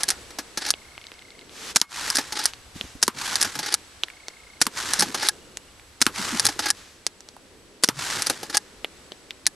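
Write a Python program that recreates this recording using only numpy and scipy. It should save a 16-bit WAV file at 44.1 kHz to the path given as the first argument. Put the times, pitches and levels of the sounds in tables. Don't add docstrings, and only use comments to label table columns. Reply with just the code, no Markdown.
import sys
import numpy as np
from scipy import signal
from scipy.fft import rfft, irfft, next_fast_len
from scipy.io import wavfile

SR = 44100
rng = np.random.default_rng(int(sys.argv[2]) if len(sys.argv) > 2 else 0)


def generate_wav(sig):
    pcm = np.round(np.clip(np.atleast_2d(sig).T, -1, 1) * 32767).astype(np.int16)
    wavfile.write(sys.argv[1], SR, pcm)


N = 421146
TIME_S = np.arange(N) / SR
EVENT_S = np.arange(SR // 6) / SR

MURMUR_LEVEL = [(0, -50.5), (1.1, -60.5), (1.6, -50), (2.55, -58), (4.3, -61), (5.4, -50), (5.7, -60),
                (7.1, -58), (7.55, -54), (9.55, -54.5)]
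DRONE_LEVEL = [(0.0, -61), (0.95, -63), (3.0, -60), (4.57, -62), (5.93, -60.5), (7.69, -63), (7.95, -64),
               (9.55, -61.5)]
HISS_LEVEL = [(0, -45.5), (1.3, -52), (3.9, -49.5), (4.2, -51), (7.7, -55), (9.0, -51), (9.55, -54)]
# (time [s], wash [dB], rumble [dB])
EARLIER_SHOT = (-0.48, -31, -55)
# (full after [s], held until [s], rise [dB/s], fall [dB/s])
WASH_ENVELOPE = (0.16, 0.33, 390, 56)
RUMBLE_ENVELOPE = (.3, .48, 38, 62)
# (bolt back [s], latch lead [s], rebound lag [s], stop lag [s], steel [dB], stop [dB],
# stock re stop [dB])
OPENINGS = [(0.0875, 0.054, 0.016, 0.025, -19, -32, -19), (2.1559, 0.054, .0138, 0.027, -19, -21.5, -2.5),
            (3.4141, 0.058, .0128, 0.032, -17.5, -24.5, -9.5), (4.995, 0.06, .0122, 0.026, -17, -18, -5),
            (6.4533, .0568, .013, .0328, -15.5, -24.5, -6), (8.2692, 0.048, .03, .0275, -21, -25, 2.5)]
# (time [s], level [dB])
LEVER_KNOCKS = [(0.304, -44), (0.3855, -28), (3.552, -30.5), (8.43, -32.5)]
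# (time [s], level [dB])
CARRIER_LIFTS = [(0.573, -23), (2.322, -26), (3.589, -24.5), (5.1441, -23), (6.591, -22), (8.497, -31.5)]
# (lock [s], feed lead [s], slide base level [dB], lock [dB], ring offset [dB])
CLOSINGS = [(0.7048, 0.042, -35.5, -14, -4), (2.456, 0.067, -34, -13.5, -2.5),
            (3.741, 0.081, -36, -14, -1.5), (5.287, 0.059, -33, -13.5, 1), (6.7033, .0465, -32, -14.5, 1),
            (8.57, 0.023, -33, -13, -0.5)]
# (time [s], level [dB], centre [Hz], wood knock re peak [dB])
RIFLE_TICKS = [(0.739, -29, 2860, -4.5), (0.979, -38, 2870, -1.5), (1.068, -40.5, 3960, -12),
               (1.118, -41.5, 2500, -3), (2.5353, -37, 4230, -8), (2.8112, -26.5, 3020, -0.5),
               (4.0352, -20, 3700, -6.5), (4.0842, -40, 2300, -30), (4.101, -41, 2270, -33),
               (4.2833, -32, 5100, -1), (5.572, -31, 6300, 1.5), (5.797, -48.5, 2480, -14),
               (7.2063, -44, 5130, -14), (7.288, -41.5, 4860, -10), (7.366, -44, 900, -12),
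               (8.846, -24.5, 2700, -5), (9.1199, -35.5, 3300, 3), (9.3073, -32, 3360, -7),
               (9.457, -38, 4440, -14)]
# (time [s], steel [dB], body [dB], body centre [Hz], wood knock re peak [dB])
STEEL_CLICKS = [(7.066, -28, -21, 5100, -15.5), (9.4663, -12.5, -22.5, 1850, -8)]
# (time [s], level [dB])
BUMPS = [(2.756, -35.5), (2.808, -40), (2.841, -36.5), (2.952, -38)]
# (start [s], peak [s], end [s], level [dB])
SLEEVE_BRUSHES = [(1.484, 1.707, 1.736, -34.5), (2.46, 2.47, 2.524, -34.5), (2.736, 2.766, 3.04, -43),
                  (6.74, 6.776, 7.05, -47)]
# (start [s], end [s], base level [dB], pitch [Hz])
FOCUS_RUNS = [(0.747, 1.43, -46.5, 2136), (4.098, 4.59, -46.5, 2156), (5.346, 5.7, -56, 2860)]
# (time [s], crack [dB], wash [dB], rumble [dB], background dip [dB])
SHOTS = [(1.7599, -9.5, -30.5, -55, 17), (3.0276, -11, -29.5, -44, 4), (4.6151, -10.5, -30, -46.5, -1),
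         (6.0156, -10, -29.5, -43, -1), (7.8365, -10, -29.5, -44.5, 1)]
# (time [s], crack [dB], smack [dB], thud [dB])
STRIKES = [(1.8148, -15, -29, -38.5), (3.0795, -21.5, -20.5, -21), (4.667, -29.5, -26, -22),
           (6.0656, -19, -16.5, -22.5), (7.888, -19, -23, -20)]
# (start [s], length [s], level [dB], centre [Hz])
BOOMS = [(3.54, .09, -45, 150), (4.98, 0.072, -35.5, 180), (5.05, 0.067, -34, 300),
         (6.181, 0.052, -34.5, 190), (6.31, .06, -30, 236), (7.89, 0.19, -44, 135), (8.739, 0.12, -50, 48)]
# (frequency [Hz], width [Hz], level [dB])
RECEIVER_MODES = [(849, 53, 5), (1370, 400, 3), (1655, 55, 7), (1830, 140, -7)]
# (frequency [Hz], level [dB], t60 [s])
TARGET_MODES = [(1147, -50, .25), (2169, -44, .29), (4334, -42, .09), (5033, -43, .08), (6842, -40, .08)]

# (frequency [Hz], relative density [dB])
MURMUR_SPECTRUM = [(100, -11), (220, -3), (330, -2), (500, -2.5), (800, -18.5), (2000, -46)]
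DRONE_SPECTRUM = [(20, -3.5), (45, 2), (70, 6.5), (110, 0), (200, -13.5), (600, -23.5)]
HISS_SPECTRUM = [(300, -8), (700, 4.5), (1500, 4), (3000, 1.5), (4500, 1), (7000, -3.5), (7650, -6),
                 (7880, 7), (8150, -5), (10500, -8), (12500, -15)]
WASH_SPECTRUM = [(300, -12), (520, -9.5), (900, -1), (1600, 2.5), (2500, -2.5), (4500, -1), (6000, -2.5),
                 (8000, -5), (10500, -11.5), (12500, -16)]
RUMBLE_SPECTRUM = [(35, -39), (100, 3), (190, -2.5), (330, 1.5), (550, -4), (1000, -44)]
SCRAPE_SPECTRUM = [(1200, -15.5), (2300, -4), (2750, -4), (3100, -2.5), (4200, 1.5), (5000, 4.5), (6200, 2),
                   (7400, -6), (10000, -5.5), (12500, -11)]
STOCK_SPECTRUM = [(40, -22), (150, -9.5), (300, 4.5), (450, -4.5), (620, -5), (1500, -17)]
STEEL_SPECTRUM = [(1500, -37.5), (2700, -17.5), (3400, -9), (4100, -3), (5000, 1), (6200, -1.5), (7400, -7),
                  (9000, -3), (10200, -3), (12500, -17)]
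BOLT_SPECTRUM = [(120, -58), (320, -0.5), (640, -19.5), (1500, -4), (2770, -8.5), (4800, -1.5), (7100, -13),
                 (10200, -14.5), (12500, -31)]
BUMP_SPECTRUM = [(25, -8), (70, 2), (130, -11), (300, -5), (600, -27), (2000, -40)]
CLOTH_SPECTRUM = [(150, -26), (300, -11), (1000, -3), (1500, -1.5), (6300, -3), (12500, -15.5)]
BLAST_SPECTRUM = [(50, -29), (260, -7.5), (700, -13.5), (1150, -11), (1420, -4), (1900, -9.5), (2750, -12),
                  (4200, -5.5), (5400, -2.5), (7500, -7), (10000, -8.5), (12500, -20.5)]
SMACK_SPECTRUM = [(400, -15.5), (700, -13.5), (950, 4), (1400, 1.5), (2000, -6.5), (2900, -8), (6000, -17)]
THUD_SPECTRUM = [(30, -40), (110, -10.5), (240, -1), (380, -8), (650, -20), (1500, -23.5)]
# (frequency [Hz], side re mid [dB])
STEREO_WIDTH = [(30, -14), (120, -14), (1000, -18), (2100, -13.5), (4000, -14), (8000, -12), (12000, -9.5)]

DRONE_GAIN_DB, BAND_LIMIT_HZ = 4.5, 12550


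def amp(db):
    return np.exp(np.asarray(db) * np.log(10) / 20)


def unit(x):
    return x / np.sqrt(np.mean(x ** 2) + 1e-20)


def response(spectrum):
    knots_hz, db = np.transpose(spectrum)
    return lambda hz: amp(np.interp(np.log(hz + 1), np.log(knots_hz), db))


def level(curve):
    time_s, db = np.transpose(curve)
    return amp(np.interp(TIME_S, time_s, db))


def stereo_noise(size, wider_db=0, colour=np.ones_like):
    padded = next_fast_len(size, real=True)
    hz = np.fft.rfftfreq(padded, 1 / SR)
    mid, side = rng.standard_normal((2, 2 * len(hz))).view(complex) * colour(hz)
    side = side * amp(wider_db) * response(STEREO_WIDTH)(hz)
    return irfft(np.array([mid + side, mid - side]), padded)[:, :size]


def noise(spectrum, wider_db=0, size=N):
    return unit(stereo_noise(size, wider_db, response(spectrum)))


def flutter(depth_db, rate_hz):
    knots = rng.standard_normal(int(N * rate_hz / SR) + 4)
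    return amp(depth_db * np.interp(TIME_S * rate_hz, np.arange(len(knots)), knots))


def impulse(spectrum, size=2048):
    cepstrum = irfft(np.log(response(spectrum)(np.fft.rfftfreq(size, 1 / SR))))
    cepstrum[1:size // 2] *= 2
    cepstrum[size // 2 + 1:] = 0
    return irfft(np.exp(rfft(cepstrum)))


def decay(t60_s, delay_s=0):
    age_s = EVENT_S - delay_s
    return (age_s >= 0) * amp(-60 * np.maximum(age_s, 0) / t60_s)


def burst(envelope, body):
    size = len(EVENT_S)
    rung = signal.fftconvolve(stereo_noise(size) * envelope, body[None], axes=1)[:, :size]
    return unit(rung) * np.sqrt(SR / 100 / size)


def add(track, time_s, sound):
    part = track[:, max(round(time_s * SR), 0):][:, :sound.shape[-1]]
    part += sound[..., :part.shape[1]]


def air():
    murmur = level(MURMUR_LEVEL) * noise(MURMUR_SPECTRUM, wider_db=6)
    drone = unit(flutter(depth_db=-3, rate_hz=5) * noise(DRONE_SPECTRUM, wider_db=4.5))
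    hiss = level(HISS_LEVEL) * noise(HISS_SPECTRUM, wider_db=10)
    return murmur + amp(DRONE_GAIN_DB) * level(DRONE_LEVEL) * drone + hiss


def echo_gain(shot_s, full_s, held_s, rise_db_per_s, fall_db_per_s):
    age_s = TIME_S - shot_s
    rise_db = rise_db_per_s * np.maximum(full_s - age_s, 0)
    fall_db = fall_db_per_s * np.maximum(age_s - held_s, 0)
    return (age_s > 0) * amp(-rise_db - fall_db)


def forest_echo():
    trunks = unit(flutter(depth_db=3, rate_hz=360) * noise(WASH_SPECTRUM, wider_db=2.5))
    banks = unit(flutter(depth_db=4, rate_hz=70) * noise(SMACK_SPECTRUM))
    rumble = unit(flutter(depth_db=7, rate_hz=30) * noise(RUMBLE_SPECTRUM))
    fired = [EARLIER_SHOT] + [(time_s, wash_db, rumble_db) for time_s, _, wash_db, rumble_db, _ in SHOTS]
    wash_gain = sum(amp(db) * echo_gain(time_s, *WASH_ENVELOPE) for time_s, db, _ in fired)
    rumble_gain = sum(amp(db) * echo_gain(time_s, *RUMBLE_ENVELOPE) for time_s, _, db in fired)
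    return wash_gain * (trunks + amp(-13) * banks) + rumble_gain * rumble


def receiver(tilt_db_per_oct, pitch_scatter=.012):
    age_s, ring = EVENT_S[:SR // 20], 0
    for hz, width_hz, db in RECEIVER_MODES:
        gain = amp(db + tilt_db_per_oct * np.log2(hz) + rng.normal(0, 2.5)) * width_hz
        pitch_hz = hz * (1 + pitch_scatter * rng.standard_normal())
        ring += gain * np.exp(-np.pi * width_hz * age_s) * np.cos(2 * np.pi * pitch_hz * age_s)
    return ring


def clunk(db, stock_db=-9, ring_offset_db=0):
    envelope = decay(.067) * (1 - decay(.0081))
    rattle = burst(envelope, impulse(SCRAPE_SPECTRUM))
    ring = amp(ring_offset_db - 2) * burst(envelope, receiver(tilt_db_per_oct=-7.5))
    stock = amp(stock_db) * burst(envelope, impulse(STOCK_SPECTRUM))
    return amp(db) * (rattle + ring + stock)


def snap(db, ring_offset_db=0):
    envelope = decay(.011) + amp(-8) * decay(.013, delay_s=.005) + amp(-17) * decay(.04)
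    steel = burst(envelope, impulse(STEEL_SPECTRUM))
    ring = amp(ring_offset_db - 10) * burst(envelope, receiver(tilt_db_per_oct=9.5))
    return amp(db) * (steel + ring)


def lever_opening():
    out = np.zeros((2, N))
    for back_s, latch_lead_s, rebound_lag_s, stop_lag_s, steel_db, stop_db, stock_db in OPENINGS:
        latch_s = back_s - latch_lead_s
        add(out, latch_s - .028, clunk(db=-32.5))
        add(out, latch_s, snap(steel_db))
        add(out, back_s - .0061, clunk(db=-25, ring_offset_db=-9))
        add(out, back_s, snap(steel_db))
        add(out, back_s + rebound_lag_s, snap(steel_db + 1.1))
        add(out, back_s + stop_lag_s, clunk(stop_db, stock_db))
    for time_s, db in LEVER_KNOCKS:
        add(out, time_s, clunk(db, stock_db=-2.5))
    return out


def lever_closing(seat_lead_s=.0165, seat_db=-28.5):
    out = np.zeros((2, N))
    for (lift_s, lift_db), closing in zip(CARRIER_LIFTS, CLOSINGS):
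        lock_s, feed_lead_s, slide_db, lock_db, ring_db = closing
        add(out, lift_s, clunk(lift_db, ring_offset_db=ring_db - 1))
        add(out, lock_s - feed_lead_s, clunk(slide_db + 9, stock_db=-18, ring_offset_db=ring_db))
        add(out, lock_s - seat_lead_s, snap(seat_db, ring_db))
        add(out, lock_s, snap(lock_db, ring_db))
    return out


def bolt_slide(lag_s=.03, edge_s=.0011):
    stroke = np.zeros(N)
    for (lift_s, _), (lock_s, _, db, *_) in zip(CARRIER_LIFTS, CLOSINGS):
        inside_s = np.minimum(TIME_S - lift_s - lag_s, lock_s - TIME_S)
        stroke += amp(db) * np.clip(inside_s / edge_s, 0, 1)
    catches = flutter(depth_db=5, rate_hz=190)
    friction = catches * stereo_noise(N)
    ring = unit(signal.fftconvolve(friction, receiver(tilt_db_per_oct=-6)[None], axes=1)[:, :N])
    scrape = unit(catches * noise(BOLT_SPECTRUM))
    return stroke * (amp(3.7) * scrape + amp(-5) * ring)


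def tick(hz, knock_db):
    envelope = decay(.0055) + amp(-21) * decay(.012, delay_s=.005) + amp(-31) * decay(.06)
    knock = [(60, knock_db - 27), (180, knock_db - 16), (350, knock_db)]
    valley = [(max(hz / 3, 400), knock_db / 2 - 7.5)]
    resonance = [(hz * .54, -8), (hz * 1.06, 0), (hz * 1.62, -11), (hz * 2.54, -28)]
    return burst(envelope, impulse(knock + valley + resonance))


def handling(aim_start_s=.97, aim_end_s=1.7, aim_ticks=12):
    out = np.zeros((2, N))
    for time_s, steel_db, body_db, hz, knock_db in STEEL_CLICKS:
        add(out, time_s, snap(steel_db, ring_offset_db=-6) + amp(body_db) * tick(hz, knock_db))
    for time_s, db, hz, knock_db in RIFLE_TICKS:
        add(out, time_s, amp(db) * tick(hz, knock_db))
    for slot, (jitter, strength) in enumerate(rng.random((aim_ticks, 2))):
        time_s = aim_start_s + (slot + jitter) / aim_ticks * (aim_end_s - aim_start_s)
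        add(out, time_s, amp(-50 + 6 * strength) * tick(hz=3400, knock_db=-16))
    for time_s, db in BUMPS:
        add(out, time_s, amp(db) * burst(decay(.055), impulse(BUMP_SPECTRUM)))
    brush = sum(amp(db) * np.interp(TIME_S, knees_s, [0, 1, 0]) for *knees_s, db in SLEEVE_BRUSHES)
    return out + brush * noise(CLOTH_SPECTRUM, wider_db=5.5)


def focus_motor(step_hz=30, chirp_s=.013, overtone_db=-12):
    out = np.zeros((2, N))
    envelope = np.sin(np.pi * np.minimum(EVENT_S / chirp_s, 1)) ** 2
    for start_s, end_s, db, hz in FOCUS_RUNS:
        for time_s in np.arange(start_s, end_s, 1 / step_hz):
            detune, glide = rng.normal(0, .012), rng.normal(0, .4) * EVENT_S
            phase = 2 * np.pi * hz * EVENT_S * (1 + detune + glide)
            tone = np.sin(phase) + amp(overtone_db) * np.sin(2 * phase)
            add(out, time_s, amp(db + rng.normal(2, 1)) * envelope * tone)
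    return out


def shots():
    out, blast = np.zeros((2, N)), impulse(BLAST_SPECTRUM)
    ground = amp(-2) * decay(.01, delay_s=.0045) + amp(-2.5) * decay(.006, delay_s=.0083)
    crack = decay(.017) + ground + amp(-24) * decay(.08, delay_s=.008)
    for time_s, db, *_ in SHOTS:
        add(out, time_s - .0105, amp(db - 23.5) * burst(decay(.22), blast))
        add(out, time_s, amp(db) * burst(crack, blast))
        add(out, time_s + .04, amp(db - 28) * burst(decay(.018), blast))
    return out


def background_dips(sink_s=.045, hold_s=.054, recover_s=.14):
    knees_s = np.cumsum([0, sink_s, hold_s, recover_s])
    dip_db = sum(db * np.interp(TIME_S - shot_s, knees_s, [0, 1, 1, 0]) for shot_s, *_, db in SHOTS)
    return amp(-dip_db)


def bullet_strikes():
    out = np.zeros((2, N))
    crack = decay(.008) + amp(-15) * decay(.04)
    smack = decay(.0052) + amp(-14.5) * decay(.1)
    thud = decay(.024) + amp(-44) * decay(.38)
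    for time_s, crack_db, smack_db, thud_db in STRIKES:
        add(out, time_s, amp(crack_db) * burst(crack, impulse(SCRAPE_SPECTRUM)))
        add(out, time_s, amp(smack_db) * burst(smack, impulse(SMACK_SPECTRUM)))
        add(out, time_s, amp(thud_db) * burst(thud, impulse(THUD_SPECTRUM)))
    ring = sum(amp(db) * decay(t60_s) * np.sin(2 * np.pi * hz * EVENT_S) for hz, db, t60_s in TARGET_MODES)
    add(out, STRIKES[0][0], ring)
    return out


def booms(skirt_db=-24):
    out = np.zeros((2, N))
    for start_s, length_s, db, hz in BOOMS:
        arch = np.sin(np.pi * np.minimum(EVENT_S / length_s, 1))
        band = [(hz / 2, skirt_db), (hz, 0), (hz * 2, skirt_db), (hz * 10, -80)]
        add(out, start_s, amp(db) * arch * noise(band, size=len(EVENT_S)))
    return out


def scene():
    action = lever_opening() + lever_closing() + bolt_slide()
    foreground = shots() + bullet_strikes() + action + handling() + booms() + focus_motor()
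    return foreground + background_dips() * (forest_echo() + air())


def record(dry, ceiling=.97):
    clipped = dry / (1 + (dry / ceiling) ** 4) ** (1 / 4)
    padded = next_fast_len(N + 8192)
    hz = np.fft.rfftfreq(padded, 1 / SR)
    low_pass = 1 / np.sqrt(1 + (hz / BAND_LIMIT_HZ) ** 190)
    return irfft(rfft(clipped, padded) * low_pass, padded)[..., :N]


dry = scene()
out = record(dry)
generate_wav(out)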